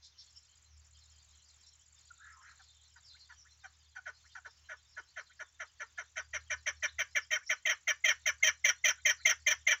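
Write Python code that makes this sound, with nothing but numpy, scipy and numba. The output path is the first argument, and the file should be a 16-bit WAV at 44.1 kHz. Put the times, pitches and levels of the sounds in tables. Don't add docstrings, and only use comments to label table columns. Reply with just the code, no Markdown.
import sys
import numpy as np
from scipy import signal
from scipy.fft import rfft, irfft
from scipy.io import wavfile
from numba import njit

SR = 44100
rng = np.random.default_rng(int(sys.argv[2]) if len(sys.argv) > 2 else 0)


def file_out(sig):
    cols = np.atleast_2d(sig).T
    lim = np.clip(cols, -1, 1)
    pcm = np.round(lim * 32767).astype(np.int16)
    wavfile.write(sys.argv[1], SR, pcm)


N = 432180


def undb(db):
    return 10 ** (np.asarray(db) / 20)


def level(x, db=0):
    return x * undb(db) / np.sqrt(np.mean(x ** 2) + 1e-20)


def add(out, start_s, x):
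    i = max(int(start_s * SR), 0)
    out[i:i + len(x)] += x[:max(len(out) - i, 0)]


def band(x, lo_hz, hi_hz, order=2):
    return signal.sosfilt(signal.butter(order, [lo_hz, hi_hz], "band", fs=SR, output="sos"), x)


def wander(n, rate_hz):
    return np.interp(np.arange(n) * rate_hz / SR, np.arange(4096), rng.standard_normal(4096))


def phase_of(hz):
    return 2 * np.pi * np.cumsum(hz) / SR


def between(points, share):
    return np.interp(share, np.linspace(0, 1, len(points)), points)


def bump(t, centre_s, width_s):
    return np.exp(-((t - centre_s) / width_s) ** 2)


@njit
def svf(x, hz, width_hz):
    y, mid, low = np.empty(len(x)), 0., 0.
    for i in range(len(x)):
        g, damping = np.tan(np.pi * hz[i] / SR), width_hz / hz[i]
        v = (mid + g * (x[i] - low)) / (1 + g * (g + damping))
        mid, low, y[i] = 2 * v - mid, low + 2 * g * v, damping * v
    return y


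def resonance(x, hz, width_hz):
    for _ in range(3):
        x = svf(x, hz * np.ones(len(x)), float(width_hz))
    return level(x)


def glide(length_s, path_hz, rough):
    n = int(length_s * SR)
    share = np.linspace(0, 1, n)
    hz = between(path_hz, share) * (1 + rough * wander(n, 600))
    return np.sin(np.pi * share) * np.sin(phase_of(hz))


def reflections(x, near_db, tail_db, t60_s):
    t = np.arange(int(.6 * SR)) / SR
    near, tail = rng.standard_normal((2, len(t)))
    near = band(near, 500, 15000) * np.exp(-t / .0052) * (t > .0012)
    tail = band(tail, 570, 9500) * undb(-60 * t / t60_s) * (t > .012)
    echo = sum(undb(db) * h / np.linalg.norm(h) for h, db in [(near, near_db), (tail, tail_db)])
    return x + signal.fftconvolve(x, echo)[:N]


# (frequency [Hz], relative density [dB])
AIR_SPECTRUM = [(25, 0), (65, 14), (130, 7), (250, -5.5), (500, -6.5), (1000, 0.5), (2000, 2), (3200, 1.5),
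                (5000, -0.5), (6500, 6), (7700, -12.5), (8200, -39), (13500, -19.5), (15300, -21.5)]


def air(level_db=-72.5, swell_db=1.2):
    bins_hz = np.fft.rfftfreq(N, 1 / SR) + 1
    hz, db = np.transpose(AIR_SPECTRUM)
    shape = undb(np.interp(np.log(bins_hz), np.log(hz), db))
    hiss = irfft(rfft(rng.standard_normal(N)) * shape, N)
    return level(hiss, level_db) * undb(swell_db * wander(N, 14))


# (time [s], level [dB])
ENGINE_LEVEL = [(0, -72.5), (.55, -75), (.7, -63.5), (1.1, -66.5), (1.5, -72.5), (3.6, -70.5), (4.5, -71),
                (5.45, -77), (6.119, -72.5), (6.35, -61), (7.0, -66), (7.35, -71), (7.519, -81.5),
                (8.0, -73.5), (8.33, -63.5), (8.68, -70), (9.6, -63.5), (9.72, -78)]


def engine(firing_hz=37.7, throb_hz=5.2, throb_db=2.5):
    phase = phase_of(firing_hz * (1 + .013 * wander(N, 7.1)))
    throb_phase = phase_of(throb_hz * (1 + .04 * wander(N, 2)))
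    throb = undb(throb_db * np.cos(throb_phase) + 2 * wander(N, 20))
    hum = np.sin(2 * phase) * throb + undb(-12) * np.sin(3 * phase) + undb(-33.5) * np.sin(4 * phase)
    return level(hum) * undb(np.interp(np.arange(N) / SR, *np.transpose(ENGINE_LEVEL)))


# (time [s], length [s], level [dB])
SOFT_RUSTLES = [(.008, 0.085, -65.5), (0.161, 0.096, -66)]


def rustles():
    out = np.zeros(N)
    for start_s, length_s, db in SOFT_RUSTLES:
        n = int(length_s * SR)
        noise = band(rng.standard_normal(n), 3400, 6200, order=5)
        add(out, start_s, level(noise * np.hanning(n), db))
    return out


# (start [s], end [s])
SONG_BOUTS = [(.04, .08), (0.237, .62), (.778, 4.4), (4.191, 9.8)]
# (time [s], level [dB])
STROKE_LEVEL = [(0, -67), (1.3, -67), (2, -65), (3, -68.5), (4, -74), (9.8, -66)]


def cricket(period_s=.0635, pair_lag_s=.021):
    out = np.zeros(N)
    starts_s = np.concatenate([np.arange(*bout, period_s) for bout in SONG_BOUTS])
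    for start_s, (late, loud) in zip(starts_s, rng.standard_normal((200, 2))):
        db = np.interp(start_s, *np.transpose(STROKE_LEVEL)) + .66 * loud
        for lag_s in (0, pair_lag_s):
            stroke = glide(.014, [7900, 7100, 6350], rough=.01)
            add(out, start_s + lag_s + .0026 * late, level(stroke, db))
    return out


# (time [s], length [s], start [Hz], middle [Hz], end [Hz], level [dB], roughness [0-1])
BIRD_CALLS = [(0.177, 0.036, 5290, 5570, 5250, -64.5, 0.02), (0.357, 0.03, 5260, 5300, 5530, -62.5, 0.06),
              (1.657, 0.043, 5240, 5260, 5170, -69, 0.07), (2.099, 0.021, 1500, 1417, 1370, -62.5, 0.02),
              (2.178, .17, 1320, 1720, 1836, -65.5, .1), (2.274, .17, 1420, 1198, 910, -72, 0.09),
              (2.396, 0.15, 1180, 1910, 1186, -67, 0.18), (2.524, 0.27, 4120, 4270, 3700, -77, 0.1),
              (3.036, .14, 5890, 4140, 3800, -65.5, 0.07), (3.187, 0.051, 4290, 4730, 4280, -67, 0.07),
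              (3.36, .073, 5700, 5930, 5430, -67.5, .025), (6.869, 0.04, 3750, 3770, 3730, -59.5, 0.07),
              (7.207, 0.043, 5640, 5440, 5240, -63.5, 0.06), (7.459, 0.04, 5330, 5650, 6100, -56.5, 0.06),
              (9.163, 0.11, 4570, 4230, 4100, -68.5, 0.07)]


def small_birds(chatter_hz=(2990, 6050), chatter_db=(-83, -75.5)):
    out = np.zeros(N)
    for start_s, length_s, *path_hz, db, rough in BIRD_CALLS:
        add(out, start_s, level(glide(length_s, path_hz, rough), db))
    for when, size, high, slope in rng.random((520, 4)):
        path_hz = between(chatter_hz, high) * (1 + (slope - .65) * np.array([-.15, 0, .15]))
        chirp = glide(.045, path_hz, rough=.045)
        add(out, when * N / SR, level(chirp, between(chatter_db, size ** 2)))
    return out


def push(t, peak_s):
    release = np.exp(-np.abs((t - peak_s) / .0084) ** 1.35)
    return np.where(t < peak_s, bump(t, peak_s, .00604), release)


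def syrinx_buzz(t, hz, rough):
    n = len(t)
    jitter = .07 * rough * wander(n, 700) + .0279 * wander(n, 60)
    phase = phase_of(hz * (1 + jitter))
    pulses = level(sum(np.cos(k * phase) for k in range(1, 28)))
    pulses *= 1 + .74 * rough * np.tanh(wander(n, 603.2))
    pulses *= 1 + .5 * rough * np.cos(phase / 2)
    rasp = (.14 + .75 * rough) * rng.standard_normal(n) * (1 + .6 * np.cos(phase))
    return pulses, rasp


def syrinx_whistle(t, loud, double, rough, treble_db):
    start_hz, end_s = between((1651, 1835, 2117), loud), between((.024, .015, .017), loud)
    swell = np.clip((t - .003) / .0064, 0, 1) * np.clip((end_s - t) / .0019, 0, 1)
    swell += .5 * double * bump(t, .0472, .0082)
    phase = phase_of(start_hz * (1 - 1.325 * t) * (1 + .054 * rough * wander(len(t), 640)))
    return swell * (np.sin(phase) + undb(treble_db - 12) * np.sin(3 * phase))


def throat(source, hz, effort):
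    lower = resonance(source, .94 * hz, width_hz=between((620, 747), effort))
    upper = resonance(source, 1.099 * hz, width_hz=516)
    return undb(between((-1.5, -2), effort)) * lower + undb(-11.5 + 4 * effort) * upper


def high_resonances(source, beak_ratio, presence_db, treble_db, effort):
    modes = [(3120 * beak_ratio, 540, presence_db),
             (4200 * beak_ratio, 900, treble_db - 16.5 - 6.9 * effort),
             (6000 * beak_ratio, 808, treble_db),
             (9410, 2000, treble_db - 34.5),
             (11300, 2600, treble_db - 32),
             (14900, 1900, treble_db - 51.5 + 32.2 * effort ** 7)]
    return sum(undb(db) * resonance(source, hz, width_hz) for hz, width_hz, db in modes)


# (time [note lengths], pitch [ratio], throat tuning [ratio], drive [dB])
NOTE_COURSE = [(0, 1.03, 1.54, 2), (0.199, 1.0, 1.015, 2.5), (.5, .98, 1, 4.5), (.78, .95, 0.92, 1),
               (.93, .8, .85, -4), (1.07, .62, .66, -13.5), (1.3, 0.84, 1.5, -68)]


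def note(length_s, db, pitch_hz, treble_db):
    t = np.arange(int(SR * .13)) / SR
    progress = t / length_s
    effort = np.interp(db, (-55.5, -31.5), (0, 1))
    loud = np.interp(db, (-49, -28.5), (0, 1))
    double, cluck = length_s > .0685, pitch_hz > 700

    share, pitch_ratio, throat_ratio, drive_db = np.transpose(NOTE_COURSE)
    sag_progress = progress ** (.5 + .5 * effort ** 3) * (1 + .102 * (1 - effort))
    sag = np.interp(sag_progress, share, pitch_ratio)
    sag **= np.clip((length_s * 700 / pitch_hz - .036) / .00714, .1, 1)
    second_push = double * push(t, peak_s=.048)
    pressure = push(t, peak_s=.00678) + second_push
    rough = .58 if cluck else between((.95, .358), loud ** 1.79)
    rough = np.clip(rough + .52 * np.clip((progress - .68) / .32, 0, 1), 0, 1)
    pulses, rasp = syrinx_buzz(t, pitch_hz * sag * (1 + .17 * pressure), rough)

    opening = .12 * np.clip((t - .001) / .003, 0, 1) + 1.4 * np.clip((t - .007) / .0037, 0, 1)
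    catch = 1 - .63 * double * bump(t, .038, .0091)
    drive = undb(np.interp(progress, share, drive_db)) * opening * catch * (1 + .41 * second_push)
    source = drive * (pulses + rasp)
    bright = source * drive ** .5

    closing = np.interp(progress, share, throat_ratio)
    throat_hz = (between((1552, 1990), loud ** .58) + 90 * double) * closing
    beak_ratio = 1 + .028 * pressure + .33 * (closing - 1)
    presence_db = between((-22, -9.5), loud) + 3 * double
    fundamental = resonance(drive * pulses * sag ** (5 * effort - 3.4), pitch_hz * sag, 300)
    low_mid = resonance(source, 1.75 * pitch_hz * sag ** .5, 300)
    voice = (throat(source, throat_hz, effort)
             + undb(-10.5 - 9.3 * effort) * fundamental
             + undb(-9 - 12.8 * effort) * low_mid
             + high_resonances(bright, beak_ratio, presence_db, treble_db, effort))

    whistle = np.sqrt(3) * syrinx_whistle(t, loud, double, rough, treble_db)
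    whistle_db = -15 if cluck else between((1.5, -6.5, 0), loud) + 4.5 * double
    return undb(db) * (voice * np.sqrt(length_s / t[-1]) + undb(whistle_db) * whistle)


# (time [s], length [s], level [dB], pitch [Hz])
PARTRIDGE_NOTES = [(2.584, 0.032, -60.5, 771), (2.95, 0.039, -62.5, 882), (3.285, 0.046, -56.5, 912),
                   (3.629, 0.04, -48, 740), (3.946, 0.045, -48, 828), (4.052, .052, -45.5, 652),
                   (4.342, 0.046, -48.5, 841.6), (4.443, 0.039, -52, 641.5), (4.684, 0.059, -46, 683),
                   (4.961, .044, -47, 614), (5.157, 0.053, -42.5, 660.5), (5.389, 0.044, -44.5, 632),
                   (5.591, 0.048, -42, 679.7), (5.793, 0.046, -43, 595.7), (5.971, 0.051, -43, 676),
                   (6.154, 0.052, -37.5, 659.3), (6.327, 0.05, -36.5, 614), (6.495, 0.049, -35, 608),
                   (6.656, 0.051, -33.5, 595.6), (6.82, .044, -32.5, 602), (6.98, 0.046, -31.5, 617),
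                   (7.146, 0.043, -31, 615.4), (7.302, 0.068, -31, 630.6), (7.49, 0.045, -30.5, 620),
                   (7.649, 0.082, -30.5, 616.8), (7.868, 0.051, -29.5, 629), (8.036, 0.085, -29, 617.8),
                   (8.253, .05, -29.5, 622), (8.422, 0.077, -28.5, 615.6), (8.638, 0.07, -29.5, 599),
                   (8.836, .074, -28.5, 614), (9.047, 0.071, -29.5, 592.7), (9.247, .076, -29, 617),
                   (9.46, .074, -29.5, 590.3), (9.663, .079, -29.5, 607.4)]
# (time [s], level relative to the note [dB])
TREBLE_LEVEL = [(2.6, -17), (4.9, -17.5), (6.7, -7.5), (7.2, -10), (7.85, -8.5), (8.5, -3), (9.4, -2),
                (9.7, -6)]


def partridge():
    out = np.zeros(N)
    for start_s, length_s, db, pitch_hz in PARTRIDGE_NOTES:
        treble_db = np.interp(start_s, *np.transpose(TREBLE_LEVEL))
        add(out, start_s, note(length_s, db, pitch_hz, treble_db))
    return out


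# (frequency [Hz], width [Hz], gain [dB])
CAGE_MODES = [(1510, 40, -6), (1740, 51, 0), (2150, 90, -8), (2305, 28, -3), (2995, 60, -8),
              (5790, 120, -18)]


def cage(x):
    ring = sum(undb(db) * svf(x, np.full(N, float(hz)), float(width_hz))
               for hz, width_hz, db in CAGE_MODES)
    return undb(-3.5) * (x + ring)


# (time [s], level [dB])
PARTRIDGE_SQUEAKS = [(3.139, -68), (3.444, -66), (4.238, -66.5), (5.292, -66.5), (7.403, -62),
                     (8.397, -66.5), (8.97, -66), (9.189, -62.5)]


def squeaks():
    out = np.zeros(N)
    for start_s, db in PARTRIDGE_SQUEAKS:
        add(out, start_s, level(glide(.038, [1200, 1650, 2300], rough=.11), db))
    return out


def scene():
    caged_bird = reflections(cage(partridge() + squeaks()), near_db=-1.5, tail_db=-18, t60_s=.16)
    trees = reflections(small_birds() + rustles(), near_db=1, tail_db=-8, t60_s=.3)
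    insect = reflections(cricket(), near_db=-19.5, tail_db=-13.5, t60_s=.12)
    return (caged_bird + trees + insect + engine() + air())[None]


def record(dry):
    return signal.sosfilt(signal.ellip(10, .2, 70, 16000, fs=SR, output="sos"), dry)


dry = scene()
out = record(dry)
file_out(out)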